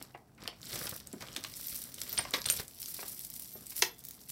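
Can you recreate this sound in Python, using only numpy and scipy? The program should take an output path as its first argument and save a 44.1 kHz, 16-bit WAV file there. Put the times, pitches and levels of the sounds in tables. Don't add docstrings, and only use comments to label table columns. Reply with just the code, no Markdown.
import sys
import numpy as np
from scipy import signal
from scipy.fft import rfft, irfft, next_fast_len
from scipy.io import wavfile
from scipy.ndimage import uniform_filter1d

SR = 44100
rng = np.random.default_rng(int(sys.argv[2]) if len(sys.argv) > 2 else 0)


def wav_out(sig):
    wavfile.write(sys.argv[1], SR, np.round(np.clip(np.atleast_2d(sig).T, -1, 1) * 32767).astype(np.int16))


def magnitude_from_level(level_db):
    exponent = np.asarray(level_db, float) / 20
    return 10 ** exponent


N = 190159


# start in seconds, peak in dB, pitch in Hz.
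LARGE_BEADS = [(0.0253, -31.5, 4700), (0.4379, -33, 2380), (0.4767, -19, 3000), (0.6162, -30, 5810),
               (0.63, -26.5, 4160), (0.6691, -25.5, 4650), (0.7018, -26, 3760), (0.721, -26, 3800),
               (0.7572, -17, 5830), (0.8694, -15.5, 4680), (1.001, -26.5, 5640), (1.2077, -32, 4800),
               (1.222, -27, 4670), (1.2848, -26, 3120), (1.3636, -14, 3850), (1.3704, -21, 6150),
               (1.4391, -15, 4540), (1.4482, -21, 3180), (2.0164, -10, 5370), (2.1767, -11.5, 3540),
               (2.3383, -9, 3470), (2.3685, -23, 6130), (2.4174, -15.5, 4460), (2.4425, -22, 4400),
               (2.46, -16, 4200), (2.4881, -9.5, 4180), (2.5002, -3, 3670), (2.9668, -27, 4330),
               (3.8219, -3, 5900), (3.827, -7, 4740)]
# start in seconds, peak in dB, pitch in Hz.
SMALL_BEADS = [(0.0255, -21, 10300), (0.4769, -13, 4900), (0.349, -48.5, 6960), (0.6557, -26, 8160),
               (0.856, -22, 10800), (1.0718, -22.5, 8150), (1.129, -23, 7950), (1.329, -30, 5460),
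               (1.5388, -23, 4870), (1.568, -22.5, 9300), (1.762, -17, 9720), (1.9424, -20.5, 8200),
               (1.984, -25.5, 3600), (2.004, -21, 10000), (2.1274, -21, 5400), (2.1725, -25, 8800),
               (2.251, -24, 4740), (2.3084, -20, 9300), (2.461, -18, 8800), (2.5002, -1, 7600),
               (2.523, -7.5, 11100), (4.2143, -34, 6000), (2.6802, -25, 7800), (2.8288, -21, 5670),
               (3.8228, -17, 11000), (2.859, -17.5, 5860), (2.8854, -18, 10300), (3.339, -23.5, 9000),
               (3.6673, -22.5, 9200), (3.9912, -29.5, 10000)]
# start in seconds, peak in dB.
LINK_SNAPS = [(0.437, -36), (0.894, -16), (0.9137, -19.5), (0.9415, -32), (0.9635, -21), (1.6118, -20),
              (1.6686, -32), (1.7467, -15), (1.8395, -19), (2.035, -13.5), (2.1207, -15), (2.818, -17),
              (2.9436, -18), (3.0812, -20), (3.0961, -22), (3.1934, -17.5), (3.249, -18), (3.3014, -18),
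              (3.3634, -19), (3.3967, -18.5), (3.4225, -20), (3.7062, -14), (3.7653, -16), (3.7906, -18),
              (4.039, -22.5), (4.0514, -16.5), (4.0863, -17), (4.1094, -16.5), (4.2941, -23),
              (4.3014, -18.5)]
CRACK_DB = (-21, -24, -4.5)


def tick_contacts():
    link_hz, spread = 14260, 0.24
    crack_lag_db_per_db = 0.26
    links = np.vstack([LINK_SNAPS, stray_links(count=180)])
    links = np.c_[links, link_hz * np.exp(spread * rng.standard_normal(len(links)))]
    rows = []
    for kind, crack_db in zip([LARGE_BEADS, SMALL_BEADS, links], CRACK_DB):
        peak_db = np.transpose(kind)[1]
        rows.append(np.c_[kind, crack_db - crack_lag_db_per_db * (peak_db + 25)])
    return np.vstack(rows)


def stray_links(count):
    strongest_db, range_db = 23.5, 7
    draw = rng.random((count, 2))
    s = draw[:, 0] * (N - 1) / SR
    shaking_db = motion()[0][(s * SR).astype(int)]
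    return np.transpose([s, shaking_db + strongest_db - range_db * draw[:, 1]])


def ticks():
    s, db, hz, crack_db = tick_contacts().T
    hard = magnitude_from_level(0.41 * (db + 26))
    t60_s = 0.01 * magnitude_from_level(0.73 * rng.standard_normal(len(s))) / hard ** 0.086
    width_hz = 0.38 * hz * hard ** 0.14
    z, f = bursts(t60_s, rise_s=0.0001, size=2048, snap=1.68 * hard)
    bead = peaked(z * resonance(f, hz[:, None], width_hz[:, None]))
    z, f = bursts(t60_s, rise_s=0.00016, size=2048, snap=3.6 * hard)
    crack = peaked(z * resonance(f, 8900, 20000) ** 2)
    return placed(s, magnitude_from_level(db - 8)[:, None] * (bead + magnitude_from_level(crack_db + 2.5)[:, None] * crack))


# start in seconds, peak in dB, pendant clack in dB, t60 in seconds.
KNOCKS = [(0.014, -34.5, -16, 0.011), (0.148, -36, -37, 0.049), (0.379, -49.5, -19, 0.3),
          (0.457, -36.5, -14, 0.024), (0.48, -38, -22, 0.05), (0.529, -46, -14, 0.03),
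          (0.757, -36.5, 9, 0.1), (0.871, -33.5, -1, 0.053), (1.135, -46.5, -23, 0.04),
          (1.208, -40.5, -6, 0.27), (1.362, -34.5, -8, 0.063), (1.447, -30, -7, 0.027),
          (2.067, -39.5, 1, 0.022), (2.178, -28, 14.5, 0.037), (2.191, -23, -6, 0.039),
          (2.252, -30, -15, 0.024), (2.337, -25.5, 10.5, 0.1), (2.342, -24.5, 2.5, 0.065),
          (2.456, -31.5, 13, 0.033), (2.595, -35.5, -8, 0.082), (2.991, -36.5, -20, 0.043),
          (3.029, -34.5, -25, 0.034), (3.552, -42.5, -60, 0.05), (3.72, -41, 5.5, 0.031),
          (3.823, -14, 7, 0.036), (4.296, -52.5, 17, 0.054)]
# pitch in Hz, width in Hz, level in dB.
TABLE_MODES = [(620, 65, 2), (1050, 106, -6.5), (1400, 300, -12), (2100, 354, 5)]
# pitch in Hz, width in Hz, level in dB.
PENDANT_MODES = [(3040, 470, -13), (4210, 510, 3), (4950, 490, -3.5), (6190, 270, -4.5)]


def knocks():
    s, db, clack_db, t60_s = np.transpose(KNOCKS)
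    edge_hz = 1420 * magnitude_from_level(0.46 * (clack_db + 23.5))[:, None]
    z, f = bursts(t60_s, rise_s=0.00033, size=8192, snap=5.3)
    table = body(TABLE_MODES, f) - 1.33 * resonance(f, 1380, 2200)
    top = peaked(z / (1 + 1j * f / edge_hz) ** 2 * table)
    z, f = bursts(0.49 * t60_s, rise_s=0.00078, size=8192, snap=1.1)
    pendant = body(PENDANT_MODES, f) + 0.76 * resonance(f, 3900, 1640)
    clack = peaked(z * pendant)
    return placed(s, magnitude_from_level(db)[:, None] * (top + magnitude_from_level(clack_db - 6.0)[:, None] * clack))


# start in seconds, peak in dB, pitch in Hz.
THUDS = [(0.014, -49, 220), (0.148, -43, 400), (0.48, -42.5, 453), (0.757, -40.5, 445), (1.135, -34.5, 247),
         (1.208, -63, 302), (1.362, -55, 225), (1.377, -40, 273), (2.252, -40, 606), (2.337, -35.5, 346),
         (2.342, -35, 590), (2.595, -42.5, 410), (2.991, -43.5, 440), (3.029, -45, 660), (3.552, -45, 330),
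         (3.823, -29, 395)]


def thuds():
    s, db, hz = np.transpose(THUDS)
    z, f = bursts(15.3 / hz, rise_s=0.0026, size=8192, snap=5.7)
    thud = peaked(z * resonance(f, hz[:, None], 0.58 * hz[:, None]) ** 2)
    return placed(s, magnitude_from_level(db)[:, None] * thud)


CHARM_HZ = [14050, 12600, 8840, 8740, 10070, 11400, 10900, 3450, 2760, 15450]
# (start in seconds, peak in dB).
CHARMS = [
    (0.03, [(1.669, -29), (2.094, -32), (2.128, -26.5), (2.508, -26)]),
    (0.15, [(2.019, -43), (2.338, -39), (2.4, -44), (2.871, -46), (3.535, -42), (3.827, -42), (3.867, -48), (3.91, -55)]),
    (0.045, [(2.186, -18.5), (2.222, -36), (2.48, -50), (2.501, -19), (2.525, -29.5)]),
    (0.028, [(2.46, -21.5)]),
    (0.063, [(2.186, -33), (2.508, -45)]),
    (0.12, [(2.523, -33)]),
    (0.05, [(2.55, -62)]),
    (0.45, [(3.88, -60)]),
    (0.048, [(0.143, -51)]),
    (0.15, [(1.88, -50), (2.34, -53), (3.83, -45)]),
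]


def charms():
    rows = []
    for hz, (t60_s, strikes) in zip(CHARM_HZ, CHARMS):
        rows += [(s, hz, db, t60_s) for s, db in strikes]
    s, hz, db, t60_s = np.transpose(rows)[..., None]
    t = np.arange(SR // 3) / SR
    split_hz = 45 + 60 * rng.random(hz.shape)
    pair = np.sin(2 * np.pi * hz * t) + 0.058 * np.sin(2 * np.pi * (hz - split_hz) * t)
    flutter = uniform_filter1d(rng.standard_normal(pair.shape), size=130, axis=1)
    flutter = unit(uniform_filter1d(flutter, size=70, axis=1))
    touched_db = 5.7 * flutter * (1 - np.exp(-t / 0.015))
    attack = 1 - np.exp(-t / 0.00038)
    return placed(s[:, 0], magnitude_from_level(db + 0.5 - 60 * t / t60_s + touched_db) * pair * attack)


# time in seconds, level in dB.
SHAKE = [(0.0, -65.5), (0.3, -87.5), (0.58, -74), (0.68, -51.5), (0.84, -45.5), (0.97, -54.5),
         (1.05, -69.5), (1.5, -56.5), (1.6, -47.5), (1.76, -42.5), (1.9, -56.5), (2.15, -50), (2.45, -72),
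         (2.76, -56.5), (2.82, -47.5), (3.52, -52.5), (3.64, -58), (3.94, -67.5)]
# time in seconds, level in dB.
DRAG = [(0.0, -65), (0.25, -85), (0.42, -74), (0.6, -70), (0.74, -49.5), (0.88, -52.5), (1.0, -68),
        (1.17, -66), (1.27, -55.5), (1.55, -66.5), (1.92, -67), (2.2, -51), (2.42, -69), (2.76, -75.5),
        (3.0, -63.5), (3.25, -75.5), (3.73, -79), (4.31, -79)]
# start in seconds, length in seconds, shaking in dB, drag in dB.
SLUMPS = [(0.408, 0.067, -70, -56.5), (1.205, 0.026, -60, -55.5), (2.335, 0.045, -49.5, -49.5),
          (2.465, 0.14, -45, -54), (3.563, 0.068, -57, -68.5), (3.76, 0.08, -41, -64.5),
          (3.67, 0.077, -56.5, -75.5), (3.985, 0.015, -59, -75), (4.044, 0.1, -58.5, -74.5),
          (4.17, 0.136, -61, -76), (4.287, 0.05, -52, -73)]


def motion():
    rise_db_s, fall_db_s = 1600, 380
    s, length_s, *peaks_db = np.transpose(SLUMPS)[..., None]
    t = np.arange(N) / SR - s
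    shape_db = np.minimum(0, np.minimum(rise_db_s * t, -fall_db_s * (t - length_s)))
    levels_db = []
    for steady, peak_db in zip([SHAKE, DRAG], peaks_db):
        steady_db = np.interp(np.arange(N) / SR, *np.transpose(steady))
        levels_db.append(np.maximum(steady_db, (peak_db + shape_db).max(0)))
    return levels_db


# frequency in Hz, dB per Hz.
LINKS = [(2940, -19), (5000, -1), (5940, 2.5), (6410, -6.5), (7880, 1), (13800, 6), (15700, -0.5)]
BEADS = [(1180, -24), (2000, 0.5), (2630, -1.5), (3130, 1), (4330, 5), (5880, 5), (6380, -5), (8000, 1),
         (10400, -16), (17600, -120)]
PAPER = [(150, 4), (250, -6), (563, 0.5), (818, -9), (1250, -2.5), (1560, -4), (3000, -21), (3900, -23),
         (6600, -120)]
LEGS = [(35, -18), (55, -10), (120, -2.5), (240, -2), (420, -13), (900, -34)]


def rustle():
    shake_db, drag_db = motion()
    beads_db = shake_db + 0.55 * (drag_db - shake_db) - 1
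    legs_db = -60.5 + 0.26 * (drag_db - drag_db.mean())
    jolts = contacts(count=450, spread_db=2, t60_s=0.063)
    links = swarm(LINKS, 1.12 * jolts, 0.75 * contacts(count=1800, spread_db=2, t60_s=0.0026), smooth=0.45)
    beads = swarm(BEADS, 0.45 * jolts, 0.89 * contacts(count=1000, spread_db=7.5, t60_s=0.0053), smooth=0.45)
    paper = swarm(PAPER, 0.36 * jolts, 1.05 * contacts(count=260, spread_db=4.5, t60_s=0.036), smooth=0.69)
    legs = swarm(LEGS, 0.2 * jolts, 0.11 * contacts(count=120, spread_db=3.5, t60_s=0.093), smooth=0.75)
    chain = magnitude_from_level(shake_db + 2.46) * links + magnitude_from_level(beads_db + 5.0) * beads
    return chain + magnitude_from_level(drag_db + 3.5) * paper + magnitude_from_level(legs_db - 0.5) * legs


def contacts(count, spread_db, t60_s):
    draw = rng.random((count, 2))
    size_db = np.minimum(-spread_db * np.log(draw[:, 1]), 13)
    power = np.bincount((draw[:, 0] * N).astype(int), magnitude_from_level(2 * size_db), N)
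    puff = magnitude_from_level(-120 * np.arange(1500) / SR / t60_s)
    return unit(np.sqrt(np.abs(signal.fftconvolve(power, puff)[:N])))


def swarm(spectrum, shared, own, smooth):
    loudness = np.sqrt(shared ** 2 + own ** 2 + smooth ** 2)
    return coloured(loudness * rng.standard_normal(N), spectrum)


# frequency in Hz, t60 in seconds.
ROOM = [(200, 0.32), (2000, 0.23), (6000, 0.18), (14000, 0.1)]


def room(x):
    out, step = np.zeros(N + 2 * SR), SR // 4
    for start in range(0, N, step):
        hz, t, z = signal.stft(rng.standard_normal(SR // 2), SR, nperseg=256)
        decay = magnitude_from_level(-60 * t / along(ROOM, hz)[:, None])
        tail = signal.istft(z * decay, SR, nperseg=256)[1]
        wet = signal.fftconvolve(x[start:start + step], tail / np.linalg.norm(tail))
        out[start + 130:][:len(wet)] += wet
    return out[:N]


# frequency in Hz, dB per Hz.
AIR = [(26, -19), (45, 0.5), (96, -15.5), (132, 4), (157, -32), (250, -39), (352, -60), (408, -12.5),
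       (534, -26), (619, -14.5), (753, -15), (15700, -68)]


def air():
    return magnitude_from_level(-66.5) * coloured(rng.standard_normal(N), AIR)


def unit(x):
    return x / np.sqrt(np.mean(x ** 2) + 1e-20)


def along(points, hz):
    f, v = np.transpose(points)
    return np.interp(np.log(hz + 1), np.log(f + 1), v)


def filtered(x, curve):
    m = next_fast_len(N + 8192)
    gain = magnitude_from_level(along(curve, np.fft.rfftfreq(m, 1 / SR)))
    return irfft(rfft(x, m) * gain, m)[..., :N]


def coloured(x, spectrum):
    return unit(filtered(x, spectrum))


def resonance(f, hz, width_hz):
    return 1j * f * width_hz / (hz * hz - f * f + 1j * f * width_hz)


def body(modes, f):
    return sum((-1) ** k * magnitude_from_level(db) * resonance(f, hz, w) for k, (hz, w, db) in enumerate(modes))


def bursts(t60_s, rise_s, size, snap):
    t = np.arange(size) / SR
    decay = magnitude_from_level(-60 * t / np.maximum(t60_s, 0.002)[:, None])
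    shape = decay * (1 - np.exp(-t / rise_s)) * (t < t[-1] * 0.7)
    rows = shape * rng.standard_normal(shape.shape)
    rows[:, 2] += snap
    return rfft(rows), np.fft.rfftfreq(size, 1 / SR)


def peaked(spectra):
    rows = irfft(spectra)
    return rows / np.abs(rows).max(1, keepdims=True)


def placed(seconds, rows):
    at = np.round(seconds * SR).astype(int)[:, None] + np.arange(rows.shape[1])
    return np.bincount(at.ravel(), rows.ravel(), N + SR)[:N]


def scene():
    hits = ticks() + knocks() + thuds()
    rings = charms()
    echo = magnitude_from_level(-8.5) * room(hits + 0.37 * rings)
    return (hits + rings + rustle() + echo + air())[None]


# frequency in
# Hz, gain in dB.
BAND_EDGES = [(30, -30), (46, 0), (15800, 0), (16050, -36), (16900, -42), (17000, -120)]


def band_limited(x):
    return filtered(x, BAND_EDGES)


def roll_off(x):
    return signal.sosfilt(signal.butter(12, 16970, fs=SR, output="sos"), x)


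def record(dry):
    mix = band_limited(dry)
    return roll_off(mix)


dry = scene()
out = record(dry)
wav_out(out)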